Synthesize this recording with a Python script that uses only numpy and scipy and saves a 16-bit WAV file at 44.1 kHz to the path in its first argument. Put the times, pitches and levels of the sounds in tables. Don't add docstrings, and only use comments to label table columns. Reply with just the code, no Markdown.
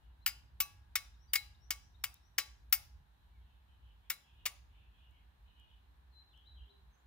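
import sys
import numpy as np
from scipy import signal
from scipy.fft import rfft, irfft
from scipy.io import wavfile
from scipy.ndimage import uniform_filter1d

SR = 44100
rng = np.random.default_rng(int(sys.argv[2]) if len(sys.argv) > 2 else 0)


def store_wav(level_fs):
    pcm = np.round(np.clip(np.atleast_2d(level_fs), -1, 1) * 32767)
    wavfile.write(sys.argv[1], SR, pcm.T.astype(np.int16))


N = 311346
TIME = np.arange(N) / SR


def undb(db):
    return 10 ** (np.asarray(db) / 20)


def unit(x):
    return x / np.sqrt(np.mean(x ** 2))


def curve(rows):
    s, *columns = np.transpose(rows)
    return [np.interp(TIME, s, column) for column in columns]


def colour(x, hz, db, lag=0.):
    at = np.log(np.fft.rfftfreq(x.shape[-1], 1 / SR) + 1)
    lag = np.interp(at, np.log(hz), lag + np.zeros(len(hz)))
    gain = undb(np.interp(at, np.log(hz), db))
    return irfft(rfft(x) * gain * np.exp(-1j * lag), x.shape[-1])


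def band(x, lo_hz, hi_hz):
    edges = [lo_hz, min(hi_hz, SR / 2.2)]
    return signal.sosfilt(signal.butter(2, edges, "bandpass", fs=SR, output="sos"), x)


def walk(rate):
    hold = int(SR / rate)
    steps = np.repeat(rng.standard_normal(N // hold + 1), hold)
    return 1.3 * uniform_filter1d(uniform_filter1d(steps, hold), hold)[:N]


def pan(x, db):
    return x * undb(np.array([db / 2, -db / 2]).reshape(2, -1))


def add(out, s, x):
    i = int(s * SR)
    out[..., i:i + x.shape[-1]] += x[..., :N - i]


# (time [s], scrape level [dB], time until the stone digs deepest [ms],
#  scrape decay t60 [s], colour at 400 Hz [dB], at 1 kHz [dB], at 2 kHz [dB], at 15 kHz [dB],
#  place along the blade [about -1..1], place across it [about -1..1],
#  slant of the stone [-1..1], grip on the handle [-1..1])
STROKES = [(0.2617, -27.0, 2.1, 0.11, -5.5, 0.0, 1.5, -2.5, 0.8, 0.031, -0.77, -0.21),
           (0.602, -26, 2.1, 0.081, 3.0, 0.0, -3.5, -1.5, 0.81, 0.63, 0.95, -0.2),
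           (0.9542, -26.0, 2.7, 0.075, -10.5, -4.5, 2.0, -2.5, -0.66, 0.036, -0.19, -0.74),
           (1.3338, -23.5, 1.6, 0.065, -11.5, -3.0, -0.5, 5.5, -0.047, 0.053, -0.08, 0.44),
           (1.3532, -26.0, 6.0, 0.065, -8.5, -2.5, 0.5, -3, -0.55, 0.62, -0.28, 1),
           (1.705, -30, 2.1, 0.082, 5, 2.0, -2.5, -3, -0.45, -0.046, 0.6, 0.46),
           (2.0379, -29.0, 2.1, 0.076, 5.0, 3, -3.0, -2, 0.17, -1.14, -0.07, -0.78),
           (2.382, -25.5, 3.0, 0.092, 5.5, 5.0, 0.5, -3.0, -0.12, 0.56, -0.35, -1),
           (2.7247, -22, 2.5, 0.098, 1.0, 2.0, -2.0, 6.5, 0.62, -0.89, -0.65, 0.63),
           (4.0987, -31, 4.0, 0.093, 6.5, 0.5, 4, 2.0, 0.18, 0.53, -0.17, 0.85),
           (4.4543, -30.5, 9.0, 0.082, 4.0, -1.5, 0.5, -6.0, -0.22, -0.7, 0.93, 0.22)]
# (time [s], level [dB], chip ring [Hz])
CATCHES = [(0.2624, -30, 4600), (0.2666, -27.5, 2070), (0.2797, -40, 6340), (0.6042, -30, 5490),
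           (0.9576, -30.5, 2360), (0.9597, -35, 5410), (1.334, -35, 9580), (1.3405, -37.5, 1890),
           (1.3599, -33.5, 2526), (1.708, -28.5, 6460), (2.0408, -31.5, 4980), (2.0431, -29, 2400),
           (2.3818, -27.5, 5090), (2.3882, -33.5, 2720), (2.3997, -38, 5000), (2.7275, -23.5, 5400),
           (2.7404, -34, 2625), (4.1029, -36.5, 7070), (4.1056, -29.5, 1983), (4.4643, -35.5, 6440)]
STEEL_HZ = [829, 1144, 2183, 2598, 4000, 4921, 9180, 14260, 6050, 1658, 2848, 5564, 7722, 13180, 15045,
            5222]
# (decay t60 [s], level over the scrape [dB], left minus right [dB],
#  level of the slower twin [dB])
STEEL_MODES = [(0.94, -46, 1.5, -30), (0.25, -26, 3.5, -35.5), (0.12, -10, 4, -29),
               (0.22, -27.5, 1.5, -30.5), (.22, -25, 10.5, -23), (0.17, -26.5, 4.5, -15),
               (0.1, -19.5, 4.5, -28), (0.075, -2.5, 9.5, -48), (.12, -26, 0.5, -28), (1, -44.5, 9, -26),
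               (0.81, -53, -1, -34), (0.13, -35, 4.5, -21.5), (.2, -39, 6.5, -29.5), (.15, -24, 1, -27.5),
               (.07, -22, 8.5, -31.5), (.12, -24, 5, -30)]
# (along [dB], across [dB], slant [dB], grip [dB])
MODE_ANSWERS = [(4.0, 2.0, 1.0, 0.0), (-1.5, 4, 6.5, -2.5), (-8.0, -0.0, -3.5, 3.0), (5.0, 0.0, 4.5, -5.0),
                (-6.0, 16.0, -2.0, 1.0), (7.0, 1.0, -11.0, -8.0), (2.0, 3.0, -7.0, 1.0),
                (16.0, 1.0, -1.0, 6.0), (4.0, 3.0, 9.0, -4.0), (-1.5, 4.0, 3.0, 0.0),
                (-1.0, 5.0, -2.0, 1.0), (5.0, 0.0, -3.0, -3.0), (-2.0, 2.0, 5.0, -2.0),
                (13.0, -1.0, 4.0, 3.0), (9.0, 9.0, -0.0, 1.0), (1.0, -2.0, -0.0, -1.0)]
# (frequency [Hz], drop [dB], phase lag [rad])
BODY_SHADE = [(300, -2.5, 1), (960, 5.5, 0.4), (4100, 3, 1.5), (8100, 4.5, 1.5), (10840, 1, 3),
              (12660, -2.5, 0.5), (14450, 11.5, -10)]
BITE_S, SIZZLE_DB = .001, -1
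BLOW, BLOW_T60_S, GRAZE = 0.65, 0.021, 0.47


def strokes():
    t = TIME[:16384]
    scrape, ring = np.zeros((2, N)), np.zeros((2, N))
    hz = np.array(STEEL_HZ)[:, None]
    t60, mode_db, pan_db, twin_db = np.transpose(STEEL_MODES)[:, :, None]
    shade_hz, _, shade_lag = np.transpose(BODY_SHADE)
    lag = np.interp(hz, shade_hz, shade_lag)
    for s, db, dig_ms, scrape_t60, thud_db, knock_db, body_db, edge_db, *place in STROKES:
        colour_db = [thud_db, knock_db, body_db, SIZZLE_DB, edge_db]
        favour_db = np.dot(MODE_ANSWERS, place)[:, None]
        noise = colour(grit(len(t), spread_db=2), [400, 1000, 2000, 6000, 15000], colour_db)
        noise = banded(noise, scatter_db=3)

        dig = dig_ms / 1000
        after = np.maximum(t - dig, 0)
        bite = 1 - np.exp(-(t / BITE_S) ** 2)
        press = GRAZE + (1 - GRAZE) * np.minimum(t / dig, 1) ** 2
        drag = (undb(-60 * after / scrape_t60) + BLOW * undb(-60 * after / BLOW_T60_S)) * press
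        contact = bite * drag

        top = colour(noise, [12500, 14000], [-40, 0])
        fading = noise - top + top * (undb(-60 * after / .06) + 0.2)
        burst = fading * contact
        add(scrape, s, burst * np.linalg.norm(contact) / np.linalg.norm(burst[0]) * undb(db))

        fill = 1 - np.exp(-t / (.002 + dig))
        waver_hz = rng.uniform(15, 60, hz.shape)
        waver_db = 2 * np.sin(2 * np.pi * (waver_hz * t + rng.random(hz.shape)))
        decay = undb(-60 * t / t60) + undb(twin_db + waver_db - 26 * t / t60)
        size = fill * undb(db + mode_db + favour_db + waver_db) * decay
        turn = 2 * np.pi * (hz * t + rng.random(hz.shape))
        left = (size * np.sin(turn)).sum(0)
        right = (size * undb(-pan_db) * np.sin(turn - lag)).sum(0)
        add(ring, s, np.array([left, right]))
    for s, db, chip_hz in CATCHES:
        tone = 1.1 * np.sin(2 * np.pi * (chip_hz * t[:128] + rng.random()))
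        chip = unit(grit(128, spread_db=1)) + tone
        add(scrape, s - 64 / SR, chip * undb(db) * np.hanning(128))
    return scrape, ring


# (frequency [Hz], level [dB])
GRIT_COLOUR = [(150, -28), (400, -19.5), (1000, -9.5), (2000, 1.5), (3500, -3.5), (5200, -0.5), (8200, -7),
               (10000, 2), (12300, -6), (13500, -6.5), (15300, 13.5), (15700, 5.5), (16000, -16.5),
               (17000, -18.5)]


def grit(size, spread_db):
    grip = np.clip(rng.standard_normal(size // 32 + 1), -1.5, 1.5)
    grains = rng.standard_normal((2, size)) * undb(spread_db * np.repeat(grip, 32)[:size])
    return colour(unit(grains), *np.transpose(GRIT_COLOUR))


# (centre [Hz], width [Hz], lift before chance scatter [dB])
SCRAPE_BANDS = [(1350, 200, 3.5), (2263, 180, 5), (2920, 340, 5.5), (3570, 260, 4), (4870, 190, 3),
                (5560, 760, 6), (6850, 250, 3), (7240, 150, 9.5), (7720, 140, 6.5), (8960, 300, 4.5),
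                (11700, 59, 1.5), (13900, 180, 6)]


def banded(x, scatter_db):
    hz, width, db = np.transpose(SCRAPE_BANDS)[:, :, None]
    db = db + scatter_db * rng.standard_normal(db.shape)
    at = np.fft.rfftfreq(x.shape[-1], 1 / SR)
    lift_db = (db / (1 + (2 * (at - hz) / width) ** 2)).sum(0)
    return irfft(rfft(x) * undb(lift_db - 5), x.shape[-1])


def ports(near, aside):
    hz, db, lag = np.transpose(BODY_SHADE)
    return np.array([near, colour(near + .45 * aside, hz, -db, lag)])


# (time [s], relative level [dB], centre [Hz])
TICKS = [(2.1429, -50, 11800), (2.7, -67.5, 13480), (4.1445, -52, 13600), (5.111, -74, 8980),
         (5.599, -69.5, 8920), (6.376, -66, 5580)]


def ticks():
    out, t = np.zeros(N), TIME[:256]
    for s, db, hz in TICKS:
        snap = rng.standard_normal(256) * np.exp(-((t - .001) / 0.00061) ** 2)
        add(out, s - .001, undb(db) * 2 * band(snap, hz / 1.6, hz * 1.5))
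    return out


# (time [s], relative level [dB])
RISES = [(1.17, -74.5), (1.372, -75), (1.581, -72), (1.785, -73), (1.985, -78.5), (2.199, -76.5)]
# (length [s], start [Hz], middle [Hz], end [Hz], left minus right [dB])
RISE = (.092, 4900, 5620, 5950, 12)
# (time [s], relative level [dB])
CHIPS = [(1.13, -75), (1.533, -72), (1.935, -70), (2.147, -72)]
# (length [s], start [Hz], middle [Hz], end [Hz], left minus right [dB])
CHIP = (.03, 4700, 3700, 4400, 14)
# (time [s], length [s], start [Hz], middle [Hz], end [Hz],
#  relative level [dB], left minus right [dB])
NOTES = [(0.2, 0.05, 3600, 4050, 4000, -70.5, 7), (6.8, .25, 2320, 1600, 1900, -85, 0),
         (3.3, .1, 2330, 2280, 2000, -77.5, 3), (1.266, 0.05, 4420, 4770, 4570, -73, 15),
         (6.105, 0.044, 4100, 4210, 4070, -80.5, 16), (6.114, 0.123, 4000, 4050, 4070, -62.5, 15.5),
         (6.647, 0.084, 430, 404, 395, -75, -2), (6.892, .088, 6380, 6290, 6160, -81, -8),
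         (6.964, 0.05, 7250, 7140, 6920, -85, 4)]


def notes():
    out = np.zeros((2, N))
    flutter = .005 * walk(300)
    calls = []
    for rows, (length, *bend_hz, pan_db) in ((RISES, RISE), (CHIPS, CHIP)):
        calls += [(s, length, *bend_hz, db, pan_db) for s, db in rows]
    for s, length, hz0, hz1, hz2, db, pan_db in calls + list(NOTES):
        u = np.arange(int(length * SR)) / (length * SR)
        bend = np.polyval(np.polyfit([0, .5, 1], [hz0, hz1, hz2], 2), u)
        hz = bend * (1 + flutter[int(s * SR):][:len(u)])
        swell = np.sin(np.pi * u ** 1.7)
        voice = np.sin(2 * np.pi * np.cumsum(hz) / SR)
        add(out, s, pan(undb(db) * swell * voice, pan_db))
    return out


# (time after its start [s], pitch [Hz], relative level [dB])
SYLLABLE = [(0, 3870, -84), (.04, 3080, -73), (.12, 3050, -72), (.15, 3500, -76), (.175, 4040, -67),
            (.2, 3890, -80), (.23, 3750, -91)]
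# (time [s], added level [dB])
SYLLABLES = [(6.301, 0.45), (6.535, -0.42)]
SYLLABLE_PAN_DB = 8


def phrase():
    rows = [(s + after, hz, db + more_db) for s, more_db in SYLLABLES for after, hz, db in SYLLABLE]
    hz, db = curve(rows)
    sounding = 1. * (TIME > rows[0][0]) * (TIME < rows[-1][0])
    singing = uniform_filter1d(sounding, size=441)
    burr = .008 + .045 * np.clip((3950 - hz) / 800, 0, 1)
    voice = np.sqrt(2) * np.sin(2 * np.pi * np.cumsum(hz * (1 + burr * walk(450))) / SR)
    return pan(singing * voice * undb(db + 3.2 * walk(40)), SYLLABLE_PAN_DB)


# (time [s], length [s], centre [Hz], level before the trees [dB])
CHORUS = [(0.0, 0.034, 2911, -77), (3.1, .2, 3302, -82), (3.34, .25, 2980, -77.5), (3.66, 0.048, 3000, -72),
          (3.77, 0.15, 2934, -73.5), (3.99, .08, 2935, -74), (4.2, 0.11, 2960, -70.5),
          (4.33, 0.08, 3022, -68), (4.64, 0.24, 2804, -72.5), (4.89, .17, 2965, -70),
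          (5.1, 0.0686, 2627, -72.5), (5.2, 0.11, 2763, -86), (5.44, 0.051, 3014, -68),
          (5.54, 0.075, 3066, -66), (5.65, 0.066, 2967, -72), (5.76, 0.075, 2980, -84)]


def chorus():
    voices, size = 0, np.zeros(N)
    centre_hz = curve([(s + length / 2, hz) for s, length, hz, db in CHORUS])[0]
    for s, length, hz, db in CHORUS:
        add(size, s, undb(db) * signal.windows.tukey(int(length * SR), .5))
    for ratio in (.86, .94, 1, 1.05, 1.16):
        hz = ratio * centre_hz * (1 + .06 * walk(110))
        voices = voices + np.sin(2 * np.pi * np.cumsum(hz) / SR) * undb(3 * walk(25))
    return wood(unit(voices) * size, wet_db=-2)


# (centre [Hz], relative level [dB], decay t60 [s])
TRUNKS = [(490, -13, .35), (1000, -29.5, 0.43), (2020, -29.5, 0.33), (3970, -26, 0.4), (8000, -13, 0.11),
          (14000, -22, 0.25)]


def wood(x, wet_db):
    t = TIME[:SR // 2]
    tail = 0
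    for hz, db, t60 in TRUNKS:
        noise = rng.standard_normal((2, len(t)))
        tail = tail + undb(db - 60 * t / t60) * band(noise, hz / 1.6, hz * 1.8)
    tail = tail * (1 - np.exp(-t / 0.035)) * undb(wet_db)
    return signal.fftconvolve(x[None], tail, axes=1)[:, :N]


# (time [s], level before colour [dB])
RUMBLE_LEVEL = [(0.0, -61), (2.1, -60.5), (2.16, -67.5), (3.01, -56), (3.09, -71), (3.42, -57.5),
                (3.6, -69), (3.8, -58), (4.31, -75), (4.33, -61.5), (6.41, -65.5), (6.63, -55.5),
                (6.7, -73.5), (6.88, -56.5), (7.0, -80.5), (7.06, -65.5)]


def rumble():
    mid, side = band(rng.standard_normal((2, N)), 46, 72)
    mid = mid / np.sqrt(uniform_filter1d(mid ** 2, size=SR // 2))
    both = mid + 0.19 * unit(side) * np.array([[1], [-1]])
    both = both * undb(curve(RUMBLE_LEVEL)[0])
    return pan(colour(both, [22, 33.0, 44.7, 65.3, 72, 91], [-6, -9, -2.5, 4, -6, 3.5]), -1.5)


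# (time [s], relative level [dB])
ROAD_LEVEL = [(0, -70), (3.5, -70.5), (7.06, -69)]
# (frequency [Hz], relative level [dB])
HUSH_COLOUR = [(100, 5), (140, 12.5), (200, 7), (300, 3), (560, -3.5), (900, 6), (1250, -1), (1700, 1),
               (2100, -6.5), (3000, -6), (4100, -6), (4700, -18), (5500, -22), (9000, -25), (11500, -21),
               (14500, -21.5), (15700, -27), (15900, -54)]


def hush():
    hz, db = np.transpose(HUSH_COLOUR)
    mid, side = rng.standard_normal((2, N))
    mid = colour(mid, hz, db)
    side = colour(colour(side, hz, db), [100, 300, 700, 8000], [-7, -2.5, 1.0, 0.1])
    both = band(np.array([mid + side, mid - side]), 88, 20000)
    air = colour(both, [3000, 5000], [-40, 0])
    road = both - air
    return road * undb(curve(ROAD_LEVEL)[0]) + air * undb(-65.5 + 0.54 * walk(21))


def scene():
    scrape, ring = strokes()
    short_notes, whistle = notes(), phrase()
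    blade = colour(scrape[0] + 0.45 * ring[0], [13000, 14200], [0, -10])
    echoes = wood(blade, wet_db=-21.5)
    echoes = echoes + wood(short_notes.sum(0), wet_db=-11.5) + wood(whistle.sum(0), wet_db=-9)
    struck = ports(scrape[0] + ticks(), scrape[1]) + ring
    birds = 0.77 * (short_notes + whistle)
    return struck + birds + echoes + chorus() + rumble() + hush()


TOP_HZ = 16300


def record(dry):
    return signal.sosfilt(signal.ellip(8, .2, 70, TOP_HZ, fs=SR, output="sos"), dry)


dry = scene()
out = record(dry)
store_wav(out)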